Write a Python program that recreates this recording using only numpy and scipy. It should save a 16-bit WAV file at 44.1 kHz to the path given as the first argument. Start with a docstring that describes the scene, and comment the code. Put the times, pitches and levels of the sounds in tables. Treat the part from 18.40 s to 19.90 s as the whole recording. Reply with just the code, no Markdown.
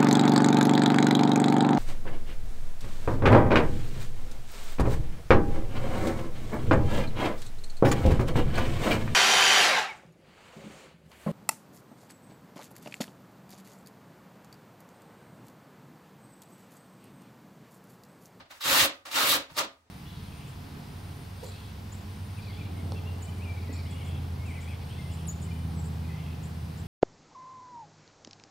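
"""A faint room rumble, a scuff and a dull bump come first; then a notched steel trowel combs sandy adhesive over
a large tile in a small bare room: two long strokes, each after a soft landing, and a short swipe with a knock.
Sand grains slip under teeth all along the blade, the blade colours the rasp and the dragged paste shakes the tile.
Each spot along the blade has its own path to left and right; bumps, scuffs and bright hissing swells lie beneath."""
import sys
import numpy as np
from scipy import signal
from scipy.fft import rfft, irfft
from scipy.io import wavfile

SR = 44100
rng = np.random.default_rng(int(sys.argv[2]) if len(sys.argv) > 2 else 0)


def store_wav(level_fs):
    """Save 16-bit WAV to argv[1]."""
    pcm = np.round(np.clip(np.atleast_2d(level_fs), -1, 1) * 32767)
    wavfile.write(sys.argv[1], SR, pcm.T.astype(np.int16))


N = 66150  # 1.5 s


def undb(db):
    """Decibels to gain."""
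    return 10 ** (np.asarray(db) / 20)


def unit(x):
    """Scale to rms 1."""
    return x / np.sqrt(np.mean(x ** 2))


def at_hz(points, hz):
    """Read (hz, value) points on a log-frequency axis."""
    point_hz, values = np.array(points, float).T
    return np.interp(np.log(np.maximum(hz, 1)), np.log(point_hz), values)


def colour(x, points):
    """Causal minimum-phase filter through (hz, db) points that keeps the power of white noise."""
    size = 2 * N
    gain = unit(undb(at_hz(points, np.fft.rfftfreq(size, 1 / SR))))
    # folding the cepstrum forward in time makes the filter causal
    cepstrum = irfft(np.log(gain))
    cepstrum[1:N] *= 2
    cepstrum[N + 1:] = 0
    return irfft(rfft(x, size) * np.exp(rfft(cepstrum)))[..., :N]


def resonance(hz, width_hz):
    """Points (hz, db) of a steep-sided resonance, 6 dB down at the edges of its width."""
    f = np.geomspace(20, 20000, 200)
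    detuning = (f / hz - hz / f) * hz / width_hz
    return list(zip(f, -20 * np.log10(1 + detuning ** 2)))


# Likeness of left and right by frequency. Columns: pitch_hz, likeness (1 alike, 0 unrelated, -1 opposite)
CHANNEL_LIKENESS = [(100, 0.9), (250, 0.95), (500, 0.73), (1100, -0.064), (2000, -0.2), (4000, -0.23),
                    (9000, 0.08), (15000, 0.69)]


def pair(size):
    """Left and right noise whose likeness varies with frequency, shared out between their sum and difference."""
    like = np.clip(at_hz(CHANNEL_LIKENESS, np.fft.rfftfreq(size, 1 / SR)), -.99, .99)
    mid, side = rfft(rng.standard_normal((2, size)))
    mid = mid * np.sqrt((1 + like) / 2)
    side = side * np.sqrt((1 - like) / 2)
    return irfft(np.array([mid + side, mid - side]), size)


# Tone of the quiet room. Columns: pitch_hz, level_db (relative)
RUMBLE_TONE = [(25, -14), (55, -8.5), (85, 2.5), (130, -17), (270, -10.5), (600, -14.5), (1200, -16.5),
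               (3000, -25.5), (8000, -30), (16000, -51.5)]
RUMBLE_DB = -68.5


def rumble():
    """Steady coloured noise on left and right: the faint rumble of the room."""
    return undb(RUMBLE_DB) * colour(pair(N), RUMBLE_TONE)


GRAINS_PER_S, GRAIN_SPREAD_DB = 2500, 3.5  # at each spot along the blade; scale of the random sizes


def grains(count=6):
    """Dense slips of sand, many small and a few large: one row per spot along the blade, total power 1."""
    hit = rng.random((count, N)) < GRAINS_PER_S / SR
    excess = np.minimum(rng.exponential(size=(count, N)), 5)
    size = undb(GRAIN_SPREAD_DB * excess)
    sign = rng.choice([-1, 1], (count, N))
    return unit(hit * size * sign) / np.sqrt(count)


def touches(events, tone, t):
    """Coloured grains under the summed exponential rises and decays of a table of events."""
    envelope = 0
    for peak_s, level_db, rise_s, decay_s in events:
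        before, after = np.maximum(peak_s - t, 0), np.maximum(t - peak_s, 0)
        envelope = envelope + undb(level_db) * np.exp(-before / rise_s - after / decay_s)
    return colour(grains() * envelope, tone)


# Soft scuffs of tool and hand. Columns: peak_s, level_db, rise_s, decay_s
SCUFF_EVENTS = [(0.008, -49.5, 0.029, 0.013), (0.058, -61, 0.0062, .015), (1.102, -49.5, 0.0073, 0.0071),
                (1.47, -74.5, .015, 0.021)]
# Their tone. Columns: pitch_hz, level_db (relative)
SCUFF_TONE = [(70, -2.5), (160, -15.5), (280, 8.5), (430, -5), (680, 1.5), (1000, -1.5), (2200, -4.5),
              (4500, -6), (7000, -21), (12000, -30)]


def scuffs(t):
    """Tool and hand brush softly: short swells of grains, strongest in the low middle."""
    return touches(SCUFF_EVENTS, SCUFF_TONE, t)


# Dull handling bumps. Columns: peak_s, level_db, rise_s, decay_s
BUMP_EVENTS = [(0.008, -62, 0.034, 0.026), (0.32, -46.5, 0.011, 0.025), (0.422, -43.5, 0.034, 0.01),
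               (0.945, -53.5, .012, 0.049), (1.113, -50.5, 0.0034, 0.02)]
# Their tone. Columns: pitch_hz, level_db (relative)
BUMP_TONE = [(25, -19), (60, 3), (120, 2.5), (200, -7.5), (400, -23), (1200, -42)]


def bumps(t):
    """Handling of the tool bumps dully: bass-heavy swells of grains."""
    return touches(BUMP_EVENTS, BUMP_TONE, t)


# Blade lands in the paste. Columns: peak_s, level_db, rise_s, decay_s
LANDING_EVENTS = [(0.111, -46.5, 0.0061, 0.02), (0.654, -45, 0.0014, 0.078)]
# Their tone. Columns: pitch_hz, level_db (relative)
LANDING_TONE = [(80, -22.5), (300, -8.5), (480, -6.5), (730, 0), (880, -2.5), (1300, -2), (2200, -2.5),
                (4000, -4.5), (7000, -10), (10000, -15), (16000, -18)]


def landings(t):
    """The blade lands grittily, cushioned by paste, before each long stroke."""
    return touches(LANDING_EVENTS, LANDING_TONE, t)


# Bright hissing swells around and after the strokes. 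Columns: peak_s, level_db, rise_s, decay_s
BRIGHT_SWELL_EVENTS = [(0.16, -57, .03, 0.056), (0.525, -62, 0.015, 0.061), (1.0, -48, .01, 0.024),
                       (1.11, -59.5, 0.014, 0.13)]
# Their tone. Columns: pitch_hz, level_db (relative)
BRIGHT_SWELL_TONE = [(300, -16), (1500, 5), (4000, 0), (8000, -3), (16000, -9)]


def bright_swells(t):
    """Bright grains swell and fade in a quiet hiss around and after the strokes."""
    return touches(BRIGHT_SWELL_EVENTS, BRIGHT_SWELL_TONE, t)


JUDDER_KNOTS_PER_S, JUDDER_DB = 200.7, 0.44


def judder():
    """Small random wander of the push, drawn as straight lines between random knots, in gain of rms 1."""
    knots = rng.standard_normal(4000)
    wander = unit(np.interp(np.arange(N) / SR * JUDDER_KNOTS_PER_S, np.arange(len(knots)), knots))
    return unit(undb(JUDDER_DB * wander))


# Three strokes over the tile, before the trims below. 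Columns: time_s, rasp_db,
# then relative to the rasp: drag_db, low_blade_db, high_blade_db, hiss_db
STROKE_PATHS = [
    [(0.209, -48, -26, 0.5, 5.5, -2.5), (0.223, -47, -31, -8, 7, -4.5), (0.255, -35, -8, -3, -2, -5),
     (0.335, -28.5, -6, -4, -2, -2.5), (0.361, -30, -7, -1.5, 0.5, -2), (0.405, -25, -17.5, -9, -3.5, -6),
     (0.458, -33, -0.5, -3, -2.5, -1.5)],
    [(0.714, -45, -6, -1.5, 1, -3.5), (0.736, -41, -12, -7.5, -6, -7), (0.756, -32.5, -10, 0, -3.5, -6.5),
     (0.844, -36, -3, 3.5, 6, -1), (0.856, -31, -12.5, -3.5, -12, -5.5), (0.91, -32, -6, -11, 5.5, 0.5),
     (0.924, -29, -15, -2, 1, -0.5), (0.966, -34.5, 1.5, -5, -6, -4.5)],
    [(1.168, -46.5, 8, -2, 5, -0.5), (1.184, -35, -8, -2, -5, -3.5), (1.216, -40, 0, 0, -6, -11),
     (1.224, -55, 1.5, 9, 8, -6), (1.25, -52, 9, 2, 1, -9)],
]
ATTACK_S, RELEASE_S = .003, .004
RASP_TRIM_DB, DRAG_TRIM_DB, HISS_TRIM_DB = 2, -2, 3
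# Tones of rasp, dragged paste and fine hiss. Columns: pitch_hz, level_db (relative)
RASP_TONE = [(200, -30), (450, -13.5), (800, -12), (1200, -13.5), (1800, -2), (2800, 1), (3800, -2),
             (5500, -5.5), (7600, -4.5), (9500, -16.5), (16000, -40)]
DRAG_TONE = [(25, -34.5), (50, -16), (90, -9.5), (160, -7), (280, 0.5), (420, -5), (560, 0), (700, -4.5),
             (1000, -21), (2000, -36)]
HISS_TONE = [(4000, -46.5), (7000, -7), (8500, 0.5), (10500, 1), (13000, 2.5), (16000, -1)]
# Two resonances of the blade. Columns: pitch_hz, width_hz, trim_db
BLADE_RESONANCES = [(1218, 1050, -0.5), (3910, 1980, 0)]


def scrape(t):
    """Each stroke drives grains through rasp, paste drag, two blade resonances and hiss, juddering together."""
    drive = np.zeros((5, N))
    for stroke in STROKE_PATHS:
        time_s, rasp_db, *shares_db = np.array(stroke, float).T
        before, after = np.maximum(time_s[0] - t, 0), np.maximum(t - time_s[-1], 0)
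        gate = np.exp(-before / ATTACK_S - after / RELEASE_S)
        push = gate * undb(np.interp(t, time_s, rasp_db))
        drive += [push] + [push * undb(np.interp(t, time_s, share_db)) for share_db in shares_db]
    rasp, drag, low, high, hiss = drive * judder()
    out = undb(RASP_TRIM_DB) * colour(grains() * rasp, RASP_TONE)
    out = out + undb(DRAG_TRIM_DB) * colour(grains() * drag, DRAG_TONE)
    for force, (hz, width_hz, trim_db) in zip((low, high), BLADE_RESONANCES):
        out = out + undb(trim_db) * colour(grains() * force, resonance(hz, width_hz))
    return out + undb(HISS_TRIM_DB) * colour(grains() * hiss, HISS_TONE)


# Trowel meets the tile's lower edge. Columns: peak_s, level_db, rise_s, decay_s
KNOCK_EVENTS = [(1.19, -26, 0.012, 0.0084)]
# Its tone. Columns: pitch_hz, level_db (relative)
KNOCK_TONE = [(70, -14), (150, -15.5), (450, -7), (570, -4.5), (660, 6), (760, -11), (940, 5),
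              (1080, -14.5), (1210, 7), (1500, -15.5), (1830, -4.5), (2600, -6.5), (4200, -0.5), (8000, -8),
              (10000, -12.5), (16000, -28)]


def knock(t):
    """The trowel knocks grittily on the tile's lower edge: a short burst of grains with several tonal peaks."""
    return touches(KNOCK_EVENTS, KNOCK_TONE, t)


# Ringing of tile and blade, before the trim below. Columns: pitch_hz, level_db, t60_s
RING_MODES = [(267.6, -5, 0.36), (284, -9.5, 0.18), (540, -7, 0.17), (554, -4, 0.25), (668, -7.5, 0.28),
              (928, -8, 0.08), (1213, -1.5, .36), (1240, -13.5, 0.51), (1395, -10.5, .2), (1920, -8, .25),
              (2284, -8.5, 0.14), (2790, -15, 0.14), (3450, -4, 0.13), (3960, -16.5, .2)]
RING_TRIM_DB = -2.5


def ring(x, t):
    """Tile and blade ring on at their modes, each a decaying cosine set off by the work."""
    response = 0
    for hz, level_db, t60_s in RING_MODES:
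        damping = np.log(1000) / t60_s  # 60 dB down after t60_s
        gain = undb(level_db + RING_TRIM_DB) * 4 * damping / SR
        response = response + gain * np.exp(-damping * t) * np.cos(2 * np.pi * hz * t)
    return signal.fftconvolve(x, response)[:N]


# Decay of the small bare room. Columns: pitch_hz, t60_s
ROOM_DECAY = [(100, 0.2), (700, 0.3), (2000, 0.26), (5000, 0.24), (13000, 0.06)]
# Reverberation, before the overall room gain. Columns: pitch_hz, level_db
ROOM_LEVEL = [(100, -7), (500, -0.5), (1200, 0.5), (4000, -2), (8000, -5.5), (14000, -6)]
EARLY_S, EARLY_DB = 0.0054, 3  # scatter off the tile, the arm and the floor, relative to the tail
DIRECT_DB, ROOM_GAIN_DB = -2, -.5  # direct sound before the gain; gain on direct and reverberation


def room(x, size=16384):
    """One spot to left and right: direct sound, quick scatter from near surfaces and a tail shortest on top."""
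    t, hz = np.arange(size) / SR, np.fft.rfftfreq(size, 1 / SR)
    centres = np.geomspace(60, 16000, 12)
    late, early = rfft(pair(size)), rfft(pair(size))
    scatter = undb(EARLY_DB) * unit(np.exp(-t / EARLY_S))
    response = np.zeros((2, size))
    for k, centre in enumerate(centres):
        # triangular band between neighbouring centres
        band = at_hz(list(zip(centres, np.arange(len(centres)) == k)), hz)
        decay = np.exp(-np.log(1000) * t / at_hz(ROOM_DECAY, centre))
        tail = unit(decay * (1 - np.exp(-t / EARLY_S)))
        reverberation = irfft(late * band) * tail + irfft(early * band) * scatter
        response += undb(at_hz(ROOM_LEVEL, centre)) * reverberation / np.sqrt(size)
    response[:, 0] += undb(DIRECT_DB)
    return undb(ROOM_GAIN_DB) * signal.fftconvolve(x[None], response, axes=1)[:, :N]


BALANCE_DB = -1  # left relative to right


def scene():
    """Each spot along the blade, and the ringing, takes its own path through the room over the rumble."""
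    t = np.arange(N) / SR
    work = scuffs(t) + bumps(t) + landings(t) + bright_swells(t) + scrape(t) + knock(t)
    heard = sum(room(spot) for spot in work)
    heard = heard + room(ring(work.sum(axis=0), t))
    balance = undb(np.array([[BALANCE_DB], [-BALANCE_DB]]) / 2)
    return heard * balance + rumble()


TOP_HZ = 15800


def record(dry):
    """The recorder cuts the top with a steep elliptic low-pass."""
    low_pass = signal.ellip(10, .2, 80, TOP_HZ, fs=SR, output="sos")
    return signal.sosfilt(low_pass, dry)


dry = scene()
out = record(dry)
store_wav(out)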